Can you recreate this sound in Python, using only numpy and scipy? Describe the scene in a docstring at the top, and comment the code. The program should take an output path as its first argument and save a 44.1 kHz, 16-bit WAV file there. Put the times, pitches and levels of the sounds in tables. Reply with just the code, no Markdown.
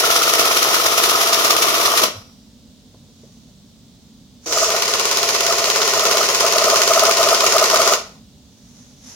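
"""A loud, rhythmic rattle and rasp in two runs: a cordless drill spins the steel drum of a plastic grater.
At 17 turns a second the drum scrapes its housing once a turn; in the second run it judders more and more.
Between the runs come a few soft knocks as the grater is turned round; a sleeve rustles then, at the
second start and at the end. Shaped noise makes the rattle, rasp and cloth; sine tones make the squeaks,
squawks and gear whine. A small room and a low drone surround it all."""
import sys
import numpy as np
from scipy import signal
from scipy.fft import rfft, irfft, next_fast_len
from scipy.io import wavfile
from scipy.ndimage import map_coordinates

SR = 44100
rng = np.random.default_rng(int(sys.argv[2]) if len(sys.argv) > 2 else 0)


def put_to_file(sound):
    """Save the sound as 16-bit audio at rate SR, in the file named by the first command-line argument."""
    columns = np.atleast_2d(sound).T  # one column per channel
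    safe = np.clip(columns, -1, 1)
    whole_steps = np.round(safe * 32767)
    wavfile.write(sys.argv[1], SR, whole_steps.astype(np.int16))


N = 403515
TIME = np.arange(N) / SR

# How far the drum has turned in each run; it scrapes hardest at whole turns.
# Each row: time in seconds, turns so far.
TURNS_FRONT = [(-.012, 0), (.63, 11), (1.215, 21), (2.037, 35), (2.3, 37)]
TURNS_SIDE = [(4.45, -.9), (4.525, 0), (4.764, 4), (5.1135, 10), (6.289, 30), (7.465, 50), (7.936, 58),
              (8.05, 59.8), (8.2, 61.5)]
# When the drill runs: trigger pulled in seconds, released in seconds. The first pull is before the start.
RUN_FRONT = (-0.53, 2.041)
RUN_SIDE = (4.459, 7.941)
FULL_SPEED = 17.01  # turns a second
SPIN_UP_S, SPIN_UP_DB = 0.061, 7.5  # the drill starts this much quieter and comes up to speed
# The brake bites, then the drum coasts out.
BRAKE_DB_PER_S, COAST_DB, COAST_DB_PER_S = 287.5, -16.5, 100

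# High spots where the drum bumps the housing in every turn.
# Each row: place as a share of the turn, width in turns, boost in dB.
BUMPS_FRONT = [(1, 0.14, 5), (.34, 0.07, 5.5), (.73, 0.04, 2.5)]
BUMPS_SIDE = [(.04, 0.12, 9.1), (.28, 0.11, 4.4), (.72, .15, 2.5)]
# The edge catches just before the whole turn and lets go: lead in turns, fade in turns, boost in dB.
CATCH_LEAD, CATCH_FADE, CATCH_DB = 0.023, 0.12, 6.5
# A lighter second rub: place in the turn, width in turns, boost in dB.
RUB_AT, RUB_WIDTH, RUB_DB = 0.25, 0.12, 2.5

# Tone colour of the plastic housing, heard into the chute and from the side.
# Each row: frequency in Hz, relative level in dB per Hz.
HOUSING_FRONT = [(40, -42.5), (80, -26.5), (180, -24), (300, -13.5), (420, -3), (540, -8.5), (660, -1.5),
                 (830, -11.5), (1000, -5), (1260, -1.5), (1480, -6.5), (1650, -22.5), (2400, -42)]
HOUSING_SIDE = [(45, -59.5), (95, -20.5), (160, -27.5), (260, -18), (320, -21), (375, -5), (425, -1.5),
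                (470, -3.5), (560, -3.5), (675, -4), (760, -7.5), (860, -10.5), (1020, -3), (1300, -7.5),
                (1490, -3), (1620, -32), (2400, -32)]
# Tone colour of the scraping steel. Each row: frequency in Hz, relative level in dB per Hz.
STEEL_FRONT = [(900, -52), (1800, -3.5), (2500, -3), (3200, -1.5), (4500, -3), (5700, 0), (6800, -5),
               (8000, -13), (9000, -12.5), (10400, -6), (12000, -10), (14300, -9), (16000, -20.5)]
STEEL_SIDE = [(900, -51.5), (1800, -2.5), (2800, -1), (3600, -4), (4600, 0.5), (5300, 2), (6800, 1),
              (7900, -11.5), (9000, -11.5), (10000, -11), (12800, -14), (16000, -20.5)]
# Tone colour of the drum's edge catching. Each row: frequency in Hz, relative level in dB per Hz.
SNAP = [(700, -24), (1500, -3), (3000, 0.5), (5000, 5), (6800, -1.5), (8200, -10), (11000, -7.5),
        (16000, -11.5)]
# The edge catches hard in the first run. 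Each row: time in seconds, relative level in dB.
CATCHES_FRONT = [(.165, -15.5), (.396, -15), (.456, -19.5), (.572, -16.5), (.746, -15.5), (.864, -16),
                 (.981, -15), (1.04, -13.5), (1.098, -17), (1.215, -17.5), (1.274, -23), (1.332, -15.5),
                 (1.449, -16), (1.508, -13), (1.625, -16), (1.86, -14.5), (1.977, -15), (2.038, -14)]

# The drum sticks and squawks in the second run. Each row: time in seconds, relative level in dB.
SQUAWKS = [(4.508, -26.5), (4.57, -15.5), (4.628, -12.5), (4.689, -20.5), (4.746, -16.5), (4.912, -24),
           (5.446, -21), (5.505, -15), (5.619, -21.5), (5.68, -18.5), (5.798, -19.5), (5.974, -16.5),
           (6.032, -17), (6.092, -16.5), (6.15, -16.5), (6.208, -13.5), (6.445, -13), (6.563, -12.5),
           (6.621, -15.5), (6.678, -10), (6.737, -11), (6.8, -15.5), (6.913, -9), (6.972, -9), (7.032, -9),
           (7.09, -10.5), (7.209, -10.5), (7.269, -13), (7.326, -9), (7.438, -13.5), (7.562, -8.5),
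           (7.623, -9.5), (7.74, -9), (7.799, -11.5), (7.867, -16), (7.921, -10.5)]
# The slips inside one squawk; the last two are near the octave.
# Each row: seconds from its peak, half-length in seconds, pitch in Hz before detuning, relative level in dB.
SLIPS = [(-.0112, 0.0043, 650, -5), (-.004, 0.0033, 640, -2.5), (.0024, .004, 652, 1),
         (-.008, 0.0046, 1290, -7.5), (.0058, .003, 1250, 2)]
# Tone colour of steel slipping on plastic. Each row: frequency in Hz, relative level in dB per Hz.
GRIT = [(4000, -26), (8500, -1), (16000, -3)]
# Tight spots where the drum squeaks on the wall in every turn. Each row: place as a share of the turn,
# width in turns, relative level at the end of the run in dB, growth through the run in dB.
SQUEAKS_FRONT = [(.94, .08, -16, -6), (0.12, 0.036, -23, 5), (.34, .06, -16.5, 10), (.51, 0.037, -23, 10)]
SQUEAKS_SIDE = [(.06, 0.038, -18.5, 6), (.23, .06, -24, 6.7), (.34, .03, -24, 2), (.49, 0.062, -22, 16)]
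SQUEAK_RISE_HZ_PER_S = 4000  # within one squeak

# Ring of the steel drum. Each row: frequency in Hz, relative level in dB, time to fall 60 dB in seconds.
DRUM = [(4048, 3, .3), (4807, -12.5, .95), (5631, -11.5, 1.0), (6525, -21, .6)]
# Ring of the hollow housing. Each row: frequency in Hz, relative level in dB, time to fall 60 dB in seconds.
HOLLOW = [(438, -5.5, .35), (663.5, 1.5, 0.33), (1230, -14, .25)]
# Motor and gear tones. Each row: frequency at full speed in Hz, relative level in dB.
WHINE = [(442.3, -31.5), (493.3, -37), (527.3, -43), (680.4, -33.5), (1905, -46), (2007.5, -42),
         (2841, -45), (4178, -43), (5243, -36)]
# Tone colour of the motor under starting load. Each row: frequency in Hz, relative level in dB per Hz.
BRUSHES = [(3500, -17), (6000, 3.5), (7300, -4), (9500, -22)]

# Hands knock the housing. Each row: time in seconds, relative level in dB, softness cut-off in Hz.
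KNOCKS = [(2.943, -41, 800), (3.085, -48, 400), (3.233, -35, 430), (3.486, -49, 700)]
# A sleeve slides as the grater is turned, as the hand tightens on the trigger and at the end.
# Each row: time of the peak in seconds, swell in seconds, fade in seconds, level in dB.
SLIDES = [(3.3, 0.21, 0.2, -61), (4.46, 0.029, 0.022, -48), (8.87, 0.32, 0.11, -54.5),
          (9.1, 0.075, 0.13, -44)]
# Tone colour of the sleeve. Each row: frequency in Hz, relative level in dB per Hz.
CLOTH = [(250, -12), (600, -0.5), (1400, -0.5), (2300, -2.5), (4300, -1.5), (6000, 11.5), (6900, 6.5),
         (8000, -8), (11000, -4.5), (16000, -27.5)]
# The grip shifts, heard as a dull bump. Each row: time in seconds, level in dB.
THUMPS = [(2.18, -34)]

# How long the room echoes. Each row: frequency in Hz, time to fall 60 dB in seconds.
ROOM = [(200, 0.3), (1000, 0.35), (5000, 0.33), (14000, 0.17)]
# Tone colour of the background drone. 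Each row: frequency in Hz, relative level in dB per Hz.
ROOM_TONE = [(25, -26.5), (42, -12.5), (52, -6.5), (190, -3.5), (250, -0.5), (320, -18), (450, -18.5),
             (800, -26.5), (1700, -34), (2500, -32), (3600, -22.5), (6700, -27), (12000, -40.5),
             (16000, -35)]
# Stereo width. Each row: frequency in Hz, side minus mid in dB.
WIDTH = [(100, -12), (400, -15), (700, -10), (1200, -3), (2200, -3), (5000, -1)]
# Stereo balance at full lean. Each row: frequency in Hz, left minus right in dB.
LEAN = [(500, 0), (1300, 0.5), (3000, 1), (5000, 1.5), (6500, -4.5), (7200, -1), (8200, 10), (10000, 12),
        (12000, 15), (16000, 18)]
TOP_HZ = 16100  # nothing sounds above this


def amp(db):
    """Decibels to gain."""
    return 10 ** (np.asarray(db) / 20)


def unit(x):
    """Scale to rms 1."""
    return x / np.sqrt(np.mean(x ** 2) + 1e-20)


def along(points, hz):
    """Read a table of (Hz, value) points on a log frequency axis."""
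    f, v = np.transpose(points)
    return np.interp(np.log(hz + 1), np.log(f), v)


def wobble(rate):
    """A smooth random curve with `rate` random points a second."""
    points = rng.standard_normal(int(N * rate / SR) + 4)
    return map_coordinates(points, [TIME * rate])


def noise():
    """Two independent tracks of white noise."""
    return rng.standard_normal((2, N))


def filtered(x, response):
    """Multiply the spectrum of x by a response that depends on frequency."""
    m = next_fast_len(N + SR // 4)
    return irfft(rfft(x, m) * response(np.fft.rfftfreq(m, 1 / SR)), m)[..., :N]


def radiate(pair, spectrum, lean=1):
    """Colour two noises and spread them in stereo: bass alike, top treble mostly left; the mid has rms 1."""
    def mid_and_side(hz):
        width = along(WIDTH, hz)
        return amp(along(spectrum, hz)) * amp(np.outer([0, 1], width)) / np.hypot(1, amp(width))

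    def left_and_right(hz):
        tilt = lean * along(LEAN, hz)
        return amp(np.outer([1, 0], tilt)) / np.hypot(1, amp(tilt))

    mid, side = filtered(pair, mid_and_side)
    ports = filtered(np.array([mid + side, mid - side]), left_and_right)
    return ports / np.std(ports.mean(0))


def from_left(x, lead_ms):
    """The sound reaches the left microphone first."""
    return filtered(x, lambda hz: np.exp(1j * np.pi * np.outer([1, -1], hz) * lead_ms / 10 ** 3))


def swelling(t, swell, fade):
    """A smooth rise to 1 at t = 0 and a smooth fall."""
    return np.exp(-(t / np.where(t < 0, swell, fade)) ** 2)


def from_spot(turns, at):
    """Distance in turns from a place on the drum, from -0.5 to 0.5."""
    return (turns - at + .5) % 1 - .5


def high_spot(turns, at, width):
    """A smooth bump, 0 to 1, that passes once a turn."""
    return np.exp(-(from_spot(turns, at) / width) ** 2)


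def slack_left(run):
    """Falls from 1 to 0 through the run."""
    return np.interp(TIME, run, [1, 0])


def drive(run):
    """Gain of the drill: it spins up when the trigger is pulled, brakes and coasts when it is let go."""
    on, off = run
    running, stopped = np.maximum(TIME - on, 0), np.maximum(TIME - off, 0)
    spin_up = amp(-SPIN_UP_DB / (1 + (running / SPIN_UP_S) ** 20))
    spin_up = spin_up * np.minimum(running / .004, 1)  # soft start, no click
    braking = amp(-BRAKE_DB_PER_S * stopped)
    coasting = amp(COAST_DB - COAST_DB_PER_S * stopped)
    return spin_up * np.maximum(braking, coasting)


def drum(turns, run, bumps, housing, steel, rattle_db, scrape_db, snap_db, uneven_db,
         rattle_growth_db, scrape_growth_db):
    """The off-centre drum presses and lets go each turn: plastic rattles, steel rasps, the edge snaps."""
    bump_db = sum(db * high_spot(turns, at, width) for at, width, db in bumps)
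    catch_db = CATCH_DB * np.exp(-((turns + CATCH_LEAD) % 1) / CATCH_FADE)
    catch_db = catch_db + RUB_DB * high_spot(turns, RUB_AT, RUB_WIDTH)
    force = 1 + 0.098 * wobble(17)  # no two turns press equally hard
    shake = unit(amp(force * bump_db + uneven_db * wobble(130)))
    rub = unit(amp(force * catch_db + uneven_db * wobble(130)))
    rattle = radiate(shake * friction(turns, repeat=0.96, repeat_hz=830, grit_db=2.0), housing)
    scrape = radiate(rub * friction(turns, repeat=0.2, repeat_hz=2600, grit_db=1.3), steel)
    since_catch = (turns + 0.004) % 1 / FULL_SPEED
    snap = radiate(amp(-60 * since_catch / 0.015 + wobble(29)) * noise(), SNAP)
    slack = slack_left(run) ** 2  # a positive growth makes the run start quieter
    rasp = amp(scrape_db) * scrape + amp(snap_db) * snap * drive(run)
    rasp = amp(-scrape_growth_db * slack) * rasp
    return drive(run) * (amp(rattle_db - rattle_growth_db * slack) * rattle + rasp)


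def friction(turns, repeat, repeat_hz, grit_db):
    """The same bumps pass every turn, so coarse rubbing repeats; the fine part is new, gritty contact."""
    size = round(SR / FULL_SPEED)
    steps = 8 * size  # fine steps round the drum
    bumps = irfft(np.exp(2j * np.pi * rng.random((2, size // 2))), steps)
    track = unit(bumps[:, (turns % 1 * steps).astype(int) % steps])

    def share(hz):
        return np.clip(repeat, 0, 1) / np.hypot(1, hz / repeat_hz)

    fresh = filtered(noise(), lambda hz: np.sqrt(1 - share(hz)))
    repeated = filtered(track, lambda hz: np.sqrt(share(hz)))
    return (repeated + fresh) * unit(amp(grit_db * wobble(900)))


def catches(rows, steel, housing, attack, t60, knock_db, level_db):
    """The edge bites hard: a burst of rasping steel and a knock in the plastic."""
    # attack and t60: seconds to rise and to fall by 60 dB
    bite = sum(amp(db - 60 * np.abs(TIME - s) / np.where(TIME < s, attack, t60)) for s, db in rows)
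    rasp = radiate(noise(), steel)
    knock = radiate(noise(), housing)
    return amp(level_db) * bite * (rasp + amp(knock_db) * knock)


def judders(scatter, grit_db, shake_swell, shake_s, shake_db, level_db):
    """Stick and slip: each squawk is a few quick slips, low and near the octave; it shakes the housing."""
    out = np.zeros((3, N + SR))  # tone, slipping, shaking
    t = np.arange(-SR // 25, SR // 25) / SR
    draws = rng.standard_normal((len(SQUAWKS), 2 + len(SLIPS)))
    for (s, db), (detune, start, *luck) in zip(SQUAWKS, draws):
        slips, tone = [], 0
        for (at, length, hz, level), chance in zip(SLIPS, luck):
            slip = amp(level + chance) * swelling(t - at, length, length)
            slips.append(slip)
            pitch = hz * (1 + scatter * detune)
            tone = tone + slip * np.sin(2 * np.pi * pitch * (t - at) + 2 * start)
        parts = np.array([tone, slips[-2] + slips[-1], swelling(t, shake_swell, shake_s)])
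        out[:, round(s * SR):][:, :len(t)] += amp(db + level_db) * parts
    tone, slipping, shaking = out[:, len(t) // 2:][:, :N]  # puts each peak at its listed time
    rattle = amp(shake_db) * shaking * radiate(noise(), HOUSING_SIDE)
    grit = amp(grit_db) * slipping * radiate(noise(), GRIT)
    return tone * amp([[.4], [-.4]]) + rattle + grit


def squeaks(turns, run, spots, start_hz, end_hz, rough):
    """The same tight spots squeak every turn: short, rough tones that rise as the drum pulls free."""
    hz = np.interp(TIME, run, [start_hz, end_hz])
    out = 0
    for at, width, db, growth_db in spots:
        t = from_spot(turns, at) / FULL_SPEED
        phase = 2 * np.pi * (hz * t + SQUEAK_RISE_HZ_PER_S * t ** 2 / 2) + rough * wobble(220)
        level = amp(db - growth_db * slack_left(run) + 1.8 * wobble(17))
        out = out + level * high_spot(turns, at, width) * np.sin(phase)
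    return drive(run) * out * amp([[.4], [-.4]])  # slightly louder on the left


def ringing(x, modes, level_db):
    """Steel or plastic sings on faintly after it is scraped: x sets off a set of dying tones."""
    t = np.arange(SR) / SR
    ring = sum(amp(db - 60 * t / t60) * np.cos(2 * np.pi * hz * t) for hz, db, t60 in modes)
    return amp(level_db) * signal.fftconvolve(x, ring[None] / np.linalg.norm(ring), axes=1)[:, :N]


def ring_out():
    """The last catch of the first run leaves the steel drum ringing."""
    t = np.maximum(TIME - RUN_FRONT[1], 0)
    return sum(amp(-33 + db - 60 * t / t60) * np.sin(2 * np.pi * hz * t) for hz, db, t60 in DRUM)


def gears(turns, run, level_db, growth_db):
    """Tones locked to the shaft waver with the play in the gears; their level shifts through the run."""
    clock = turns / FULL_SPEED + 3.2e-5 * wobble(25)
    tones = 0
    for hz, db in WHINE:
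        start = rng.normal(0, min(hz / 3000, 2), (2, 1))  # higher tones differ more between the sides
        tones = tones + amp(db + 2.6 * wobble(13)) * np.sin(2 * np.pi * hz * clock + start)
    return amp(level_db - growth_db * slack_left(run) ** 2) * drive(run) * tones


def inrush(peak_s, swell, fade, level_db):
    """The motor hisses while it takes up the load after the trigger is pulled."""
    strain = swelling(TIME - peak_s, swell, fade) * (TIME > RUN_SIDE[0])
    return amp(level_db) * strain * radiate(noise(), BRUSHES)


def knocks(t60, level_db):
    """Fingers knock the hollow plastic: a sudden start and a short, dull ring."""
    out = 0
    for s, db, soft_hz in KNOCKS:
        def dull(hz):
            return amp(along(HOUSING_SIDE, hz)) / (1 + (hz / soft_hz) ** 4)

        plastic = unit(filtered(rng.standard_normal(N), dull))
        decay = amp(level_db + db - 60 * np.abs(TIME - s) / t60)
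        out = out + plastic * np.clip((TIME - s) / .002, 0, 1) * decay
    return out


def sleeve():
    """A sleeve slides: uneven cloth noise swells and fades."""
    cloth = radiate(noise() * amp(1.3 * wobble(90)), CLOTH)
    return cloth * sum(amp(db) * swelling(TIME - s, swell, fade) for s, swell, fade, db in SLIDES)


def thumps(bump_hz, length):
    """A few slow swings of the held machine."""
    out = 0
    for s, db in THUMPS:
        t = TIME - s
        out = out + amp(db) * swelling(t, length, length) * np.sin(2 * np.pi * bump_hz * t)
    return out


def room(x):
    """A furnished room: echoes are fading noise, and the top treble dies first."""
    hz, t, z = signal.stft(rng.standard_normal((2, SR // 2)), SR, nperseg=256)
    # the bass reaches both microphones alike
    z = z[0] + np.array([z[1], -z[1]]) * amp(along(WIDTH, hz))[:, None]
    fade = amp(-60 * t / along(ROOM, hz)[:, None])
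    tail = signal.istft(z * fade, SR, nperseg=256)[1]
    tail = np.pad(tail / np.linalg.norm(tail[0]), ((0, 0), (SR // 200, 0)))  # begins 5 ms late
    return signal.fftconvolve(x, tail, axes=1)[:, :N]


def room_tone(level_db, hum_hz, hum_db):
    """A steady low drone with faint hiss, its bass a little to the right, and a thin hum."""
    drone = amp(level_db) * radiate(noise(), ROOM_TONE, lean=0.413) * amp([[-.8], [.8]])
    hum = amp(hum_db + 2 * wobble(4)) * np.sin(2 * np.pi * hum_hz * TIME + wobble(2.4))
    return drone + hum


def scene():
    """First run with the chute facing the microphones, second run side-on."""
    front, side = [np.interp(TIME, *np.transpose(rows)) for rows in (TURNS_FRONT, TURNS_SIDE)]
    first = drum(front, RUN_FRONT, BUMPS_FRONT, HOUSING_FRONT, STEEL_FRONT, rattle_db=-20.5,
                 scrape_db=-18.5, snap_db=-31.5, uneven_db=1.58, rattle_growth_db=0.5, scrape_growth_db=-2.0)
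    first = first + catches(CATCHES_FRONT, STEEL_FRONT, HOUSING_FRONT, attack=0.049, t60=0.047,
                            knock_db=-6.5, level_db=1.5)
    first = first + squeaks(front, RUN_FRONT, SQUEAKS_FRONT, start_hz=1375, end_hz=1160, rough=.5)
    steel_ring = ringing(first, DRUM, level_db=-36) + ring_out()
    plastic_ring = ringing(first, HOLLOW, level_db=-35.5)
    first = first + steel_ring + plastic_ring + gears(front, RUN_FRONT, level_db=-4, growth_db=-3.0)

    second = drum(side, RUN_SIDE, BUMPS_SIDE, HOUSING_SIDE, STEEL_SIDE, rattle_db=-23.5,
                  scrape_db=-20.0, snap_db=-30.5, uneven_db=1.32, rattle_growth_db=5.5, scrape_growth_db=4.0)
    second = second + squeaks(side, RUN_SIDE, SQUEAKS_SIDE, start_hz=1200, end_hz=1200, rough=1.8)
    squawks = judders(scatter=0.016, grit_db=-14.5, shake_swell=0.017, shake_s=0.024,
                      shake_db=-13, level_db=-.5)
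    second = second + squawks + ringing(squawks, HOLLOW, level_db=-32.5)

    motor = gears(side, RUN_SIDE, level_db=1.5, growth_db=2)
    motor = motor + inrush(peak_s=4.615, swell=0.14, fade=0.086, level_db=-22.5)
    near = from_left(first, lead_ms=0.18) + from_left(second, lead_ms=0.074)
    near = near + from_left(motor, lead_ms=0.047)
    near = near + knocks(t60=.08, level_db=-4) + sleeve() + thumps(bump_hz=100, length=0.023)
    return near + amp(-8.0) * room(near) + room_tone(level_db=-47.5, hum_hz=587, hum_db=-72.0)


def record(dry):
    """The highest peaks are rounded off; nothing is kept above the band limit."""
    rounded = dry / (1 + (dry / .9) ** 6) ** (1 / 6)
    return filtered(rounded, lambda hz: hz < TOP_HZ)


dry = scene()
out = record(dry)
put_to_file(out)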